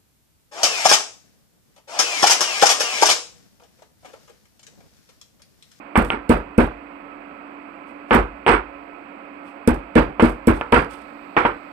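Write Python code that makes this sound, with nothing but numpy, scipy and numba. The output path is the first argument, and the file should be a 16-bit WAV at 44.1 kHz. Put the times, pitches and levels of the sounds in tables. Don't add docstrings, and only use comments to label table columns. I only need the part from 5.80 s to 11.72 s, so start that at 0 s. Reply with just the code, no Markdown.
import sys
import numpy as np
from scipy import signal
from scipy.fft import rfft, irfft
from scipy.io import wavfile
from scipy.ndimage import uniform_filter1d, minimum_filter1d
from numba import njit

SR = 44100
rng = np.random.default_rng(int(sys.argv[2]) if len(sys.argv) > 2 else 0)


def convert_level_to_amplitude(level_db):
    exponent = np.asarray(level_db, float) / 20
    return 10 ** exponent


def pcm_store(signal):
    levels = np.round(np.clip(np.atleast_2d(signal), -1, 1) * 32767)
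    wavfile.write(sys.argv[1], SR, levels.astype(np.int16).T)


N = 261072
HALF = SR // 2
ECHO_RISE_S = 0.004

# [f/Hz, level/dB, time to fade by 60 dB/s]
BOWL = [(483, -5.5, 0.28), (588, -14, 0.26), (881, 4.5, 0.096), (958, 2.5, 0.1), (1182, -16, 0.28),
        (1381, 0, 0.13), (1515, -11, 0.28), (1618, -0.5, 0.05), (1727, -1, 0.073), (2120, 7, 0.035),
        (2280, 11.5, 0.026), (2570, 2, 0.038), (2940, 2, 0.025), (3180, -19.5, 0.083)]


def read(table, hz):
    table = np.array(table)
    return np.interp(np.log(hz + 1), np.log(table[:, 0]), table[:, 1])


def colour(x, table):
    hz = np.fft.rfftfreq(4096, 1 / SR)
    cepstrum = irfft(np.log(convert_level_to_amplitude(read(table, hz))))
    cepstrum[1:2048] *= 2
    cepstrum[2049:] = 0
    response = irfft(np.exp(rfft(cepstrum)))
    return signal.fftconvolve(x, response)[:len(x)]


def unit(x):
    return x / np.sqrt(np.mean(x ** 2))


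def diffuse(count):
    # [f/Hz, likeness/0-1]
    likeness = [(60, 1), (130, 0.79), (290, 1), (640, 0.47), (1400, 0.05), (3000, 0)]
    alike = np.clip(read(likeness, np.fft.rfftfreq(count, 1 / SR)), 0, 1)
    noise = rfft(rng.standard_normal((2, count)))
    mid, side = noise * np.sqrt([1 + alike, 1 - alike]) / np.sqrt(2)
    return irfft([mid + side, mid - side], count)


def ports(pair, table, count):
    left = np.roll(colour(pair[0], table), count)
    return np.array([left, pair[1]])


def modes(table, spread, scatter_db):
    hz, db, t60 = np.transpose(table)[..., None]
    t = np.arange(HALF) / SR
    luck, detune = rng.standard_normal((2, len(table), 1))
    level = convert_level_to_amplitude(db + scatter_db * luck - 60 * t / t60)
    return np.sum(level * np.sin(2 * np.pi * hz * (1 + spread * detune) * t), 0)


def fading(colour_db, rise_s, stretch):
    # [f/Hz, time to fade by 60 dB/s]
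    echo_t60 = [(200, 0.25), (1000, 0.26), (3000, 0.24), (7000, 0.15)]
    t = np.arange(HALF) / SR
    noise = np.array([colour(v, colour_db) for v in diffuse(count=HALF)])
    hz = np.fft.rfftfreq(HALF, 1 / SR)
    out = 0
    for k, (_, t60) in enumerate(echo_t60):
        share = read([(f, j == k) for j, (f, _) in enumerate(echo_t60)], hz)
        band = irfft(rfft(noise) * share)
        patchy = unit(uniform_filter1d(rng.standard_normal(len(t)), size=260))
        out = out + band * convert_level_to_amplitude(2.1 * patchy - 60 * t / (t60 * stretch))
    return out / noise.std() * (1 - np.exp(-(t / rise_s) ** 2))


def add(out, s, x):
    i = int(s * SR)
    out[:, i:i + x.shape[-1]] += x[..., :N - i]


def fan():
    # [f/Hz, level/dB per Hz]
    rush_db = [(35, -11), (60, -13.5), (125, -18.5), (200, -5.5), (300, 1), (400, -5), (1050, -1.5),
               (1400, -4.5), (1850, -10), (2200, -6.5), (2560, -8), (2900, -18), (3400, -26), (4000, -63.5)]
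    # [f/Hz, width/Hz, level/dB rms]
    duct = [(554, 52, -50), (693.6, 27, -52), (1030, 64, -57), (1301, 6.5, -48.5), (2511, 86, -54.5)]
    # [f/Hz, level/dB per Hz]
    hiss_db = [(3000, -30), (3500, 8.5), (4700, 8), (5200, -1), (5600, -7), (7000, -11.5), (7900, 6.5),
               (8600, -11.5), (9000, -10), (11300, -22), (12000, -6), (15000, -28), (15800, -23),
               (16200, -46)]
    t = np.arange(N) / SR
    out = convert_level_to_amplitude(-38.5) * unit(np.array([colour(v, rush_db) for v in diffuse(count=N)]))
    for hz, width, db in duct:
        b, a = signal.iirpeak(hz, hz / width, fs=SR)
        once = signal.lfilter(b, a, diffuse(count=N))
        out = out + convert_level_to_amplitude(db) * unit(signal.lfilter(b, a, once))
    blade_hz = 286.5
    hum = np.sqrt(2) * np.sin(2 * np.pi * blade_hz * t)
    hiss = unit(np.array([colour(v, hiss_db) for v in diffuse(count=N)]))
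    uncover_s, uncover_takes_s = 4.3, 0.89
    hiss_level = np.interp(t, [uncover_s, uncover_s + uncover_takes_s], [-68, -62])
    return out + convert_level_to_amplitude(-45) * hum + convert_level_to_amplitude(hiss_level) * hiss


def rings():
    # [t/s, f/Hz, level/dB, swell/ms]
    lifts = [
        (.1555, 8280, -33.5, 2.2),
        (0.305, 8260, -41.5, 8.8),
        (2.663, 8340, -33.5, 1.9),
        (2.70, 8250, -34, 28),
        (.51, 4800, -46, 20),
        (4.17, 4750, -44, 20),
        (4.43, 4780, -44.5, 22),
        (4.935, 4760, -36.5, 29),
        (5.651, 8300, -51, 19),
    ]
    cycles = 1130
    out = np.zeros((2, N))
    t = np.arange(HALF) / SR
    for s, hz, db, ms in lifts:
        late = np.maximum(t - ms / 1000, 0)
        swell = np.minimum(1000 * t / ms, 1)
        add(out, s, convert_level_to_amplitude(db - 60 * late * hz / cycles) * swell * np.sin(2 * np.pi * hz * t))
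    return out


def crunches():
    # [t/s, level/dB, crumbling/dB, brightness/dB per octave]
    breaks = [(0.157, -42, -13, 0.1), (0.1726, -21.5, -8.5, 2), (0.2457, -32, -7, -0.5),
              (0.4907, -23, -4.5, -1), (0.7775, -30.5, 0, -2), (2.3086, -41.5, -8, -1.5),
              (2.329, -25.5, -1.5, -8.5), (2.346, -19, -17, 4), (2.6756, -25, -2.5, -12.5),
              (2.7074, -38, -19, -1.5), (3.873, -11, -18.5, -1), (3.9409, -38.5, -11, -3),
              (4.152, -27.5, -2.5, -8.5), (4.3982, -52, 10, -5), (4.42, -30, 2.5, -5.5),
              (4.493, -36.5, -8, 0), (4.6693, -17.5, -11, 3), (4.799, -49, -15, 6), (4.808, -45.5, -14, -8),
              (4.9215, -28.5, 3, -7), (4.9765, -30, -7, -7), (5.044, -39, -17, -9),
              (5.5695, -43.5, 6.5, -13), (5.6545, -60, -8, 2)]
    # [t/s, level/dB, swell/ms, crumbling/dB]
    rustles = [
        (.225, -60, 22, -12),
        (2.272, -49, 35, -20),
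        (2.05, -62, 32, 0),
        (3.629, -58, 43, -2),
        (4.699, -47.5, 50, -5),
        (5.09, -50.5, 36, 8),
    ]
    # [f/Hz, level/dB per Hz]
    crumb = [(2060, -8), (3500, -8.5), (3810, -16.5), (4810, -11.5), (6690, -18.5), (8500, -3.5),
             (9610, -12), (12500, -16), (15500, -24), (16500, -18)]
    out = np.zeros((2, N))
    t = np.arange(HALF) / SR
    scale = colour(rng.standard_normal(SR), crumb).std()
    cracks = [(s, db, 2.75, more_db, 0.26 + 0.005 * more_db, tilt_db) for s, db, more_db, tilt_db in breaks]
    drags = [(s, db, ms, more_db, 0.55, -6) for s, db, ms, more_db in rustles]
    for s, db, ms, tail_db, t60, tilt_db in cracks + drags:
        patchy = unit(uniform_filter1d(rng.standard_normal(len(t)), size=400))
        fade_db = 45 * t / t60 + 60 * (t / t60) ** 2
        tail = convert_level_to_amplitude(tail_db + 3 * patchy - fade_db) * np.minimum(1000 * t / ms, 1)
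        burst = np.exp(-(1500 * t / ms - 1.9) ** 2)
        snaps = convert_level_to_amplitude(1.6 * rng.exponential(size=len(t))) * (rng.random(len(t)) < 0.05)
        grains = uniform_filter1d(snaps, size=12) + 0.3
        noise = [[0.2, 0.23], [0.18, 0.95]] @ diffuse(count=len(t))
        sound = (burst + tail) * unit(grains) * noise
        tone = [(hz, level_db + tilt_db * np.log2(hz / 8000)) for hz, level_db in crumb]
        add(out, s, convert_level_to_amplitude(db - 3.5) / scale * np.array([colour(v, tone) for v in sound]))
    return out


def clacks():
    # [t/s, level/dB, room share/dB, sharp tick/dB]
    hits = [(0.1553, -1.5, -6, -9.5), (0.3024, -9.5, -7.5, 8.5), (0.331, -13, -7.5, -14),
            (2.308, -2, -5.5, -5.5), (2.328, 1, -4.5, -9), (2.664, -4, -3, -2.5), (2.679, 1, -5.5, -11),
            (2.695, -2.5, -8, -10), (2.729, -4.5, -5, -18), (4.396, -3, -6, -16.5), (4.439, -24, -2, -14),
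            (4.811, -10.5, -13.5, -9.5), (4.925, 2, -6, -6.5), (4.959, -1, -7.5, -21),
            (5.566, -1, -3.5, -8.5), (5.591, -14, -11, -19), (5.6504, -2, -9.5, -18)]
    # [f/Hz, level/dB per Hz]
    echo = [(88, -9.5), (150, -16.5), (325, 0.5), (455, 2.5), (648, -10.5), (737, 0.5), (1360, 2.5),
            (1810, -4), (2270, -5), (3920, -26), (7000, -29.5), (9100, -69), (15400, -120)]
    out = np.zeros((2, N))
    t = np.arange(HALF) / SR
    contact = signal.butter(4, 4500, fs=SR, output="sos")
    after = t - 0.002
    tick = np.exp(-(after / 0.00048) ** 2) * np.cos(2 * np.pi * 2700 * after)
    tick = tick + convert_level_to_amplitude(-12) * np.exp(-(after / 0.00005) ** 2)
    gaps = np.diff(np.transpose(hits)[0], prepend=-1)
    for (s, db, room_db, tick_db), gap in zip(hits, gaps):
        hz, pan_db = (1200, -13) if gap < 0.052 else (880, 6)
        knock = np.exp(-(after * hz / 0.55) ** 2) * np.sin(2 * np.pi * hz * (t - 0.00163))
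        bowl = convert_level_to_amplitude(-17) * modes(BOWL, 0.0069, 5.1) * np.minimum(t / ECHO_RISE_S, 1) ** 2
        direct = (convert_level_to_amplitude(3) * knock + bowl) * convert_level_to_amplitude([[pan_db], [0]]) + convert_level_to_amplitude(tick_db + 6) * tick
        room = convert_level_to_amplitude(room_db - 0.5) * fading(echo, ECHO_RISE_S, 1.0)
        add(out, s - 0.001, convert_level_to_amplitude(db) * signal.sosfilt(contact, room - direct))
    return out


def thuds():
    # [t/s, level/dB, shudder/dB, push/ms]
    blows = [(0.176, -8.5, -10, 3.55), (0.332, -28.5, -18, 1.5), (0.495, -7.5, -8.5, 2.36),
             (0.78, -7, -8.5, 2.37), (2.312, -18.5, -3.5, 2.5), (2.349, -10.5, -8.5, 3.6),
             (2.691, -21, -19, 1.3), (3.875, -7, -12, 2.12), (4.157, -5.5, -7, 1.15),
             (4.424, -5.5, -11.5, 1.73), (4.673, -7.5, -8.5, 1.7), (4.923, -8.5, -6, 0.73),
             (5.646, -27.5, -5, 2.3)]
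    # [f/Hz, level/dB, time to fade by 60 dB/s]
    body_modes = [(95, -4.5, 0.046), (248, 0.5, 0.059), (238.9, -1.5, 0.17), (283, -23, 0.33),
                  (317.8, -6, 0.24), (332.2, -5, 0.15), (357, -19.5, 0.28), (448, -12.5, 0.091),
                  (458.4, 9.5, 0.043), (563, -20, 0.16)]
    # [f/Hz, level/dB, time to fade by 60 dB/s]
    slab = [(45.5, 1, .26), (64, -3, .2)]
    # [f/Hz, level/dB per Hz]
    rattle = [(240, -8.5), (400, -5.5), (781, -9), (1590, -12), (1830, -17.5), (2540, -19.5), (3040, -29),
              (4840, -39.5), (6000, -52), (7800, -68), (13200, -120)]
    out = np.zeros((2, N))
    t = np.arange(HALF) / SR
    linger_hz, linger_db, linger_t60 = 55.8, -31.5, 1.1
    linger = convert_level_to_amplitude(linger_db - 60 * t / linger_t60) * np.sin(2 * np.pi * linger_hz * t) * np.cos(np.pi * t)
    for s, db, shudder_db, ms in blows:
        boom_db = (-16 if db > -22 else -37.5) - db
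        push = np.hanning(int(ms * SR / 1000))
        body = np.convolve(modes(body_modes, 0.0066, 0.67), push / push.sum())[:HALF]
        body = body * (1 - np.exp(-(t / 0.0024) ** 2))
        boom = linger
        for mode in slab:
            rise = 1 - np.exp(-(t * mode[0] / 1.4) ** 2)
            boom = boom + rise * modes([mode], 0.0083, 0.97)
        bowl = (1 - np.exp(-(t / 0.008) ** 2)) * modes(BOWL, 0.004, 2.4)
        shudder = fading(rattle, 3 * ECHO_RISE_S, 1.122) + convert_level_to_amplitude(-6) * bowl
        blow = convert_level_to_amplitude(shudder_db) * shudder - body / abs(body).max() - convert_level_to_amplitude(boom_db) * boom
        add(out, s, convert_level_to_amplitude(db + 8) * blow)
    return out


def scene():
    # [f/Hz, left minus right/dB]
    near_ports = [(60, 1.5), (110, 1.5), (200, 1.2), (380, -2), (700, -6.5), (1290, -9), (2380, -14),
                  (4400, -15), (6500, -26), (8300, -36), (10000, -24), (13500, -6), (15000, -5)]
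    # [f/Hz, left minus right/dB]
    fan_ports = [(60, -4.5), (110, -16), (200, -1.5), (380, -5.5), (700, -10.5), (1290, -13), (2380, -25.5),
                 (4400, -19), (8120, -26), (15000, 14)]
    pounding = thuds() + clacks() + rings() + crunches()
    return ports(pounding, near_ports, count=1) + ports(fan(), fan_ports, count=8)


@njit
def squeeze(x, top, ratio, release):
    gain = np.empty(len(x))
    peak = 0.
    for i in range(len(x)):
        peak = max(abs(x[i]), peak * release)
        gain[i] = (top / max(peak, top)) ** (1 - 1 / ratio)
    return gain


def roll_off(x):
    return signal.sosfilt(signal.butter(12, 16610, fs=SR, output="sos"), x)


def record(dry):
    dry = signal.sosfilt(signal.butter(2, 38, "high", fs=SR, output="sos"), dry)
    dry = signal.sosfilt(signal.ellip(8, 0.2, 50, 15900, fs=SR, output="sos"), dry)
    limit_db, ratio, release_s = -1, 12.0, 0.015
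    release = np.exp(-1 / (release_s * SR))
    gain = [squeeze(np.roll(v, -44), convert_level_to_amplitude(limit_db), ratio, release) for v in dry]
    gain = uniform_filter1d(minimum_filter1d(gain, size=88), size=88)
    return roll_off(np.clip(dry * gain, -1, 1))


dry = scene()
out = record(dry)
pcm_store(out)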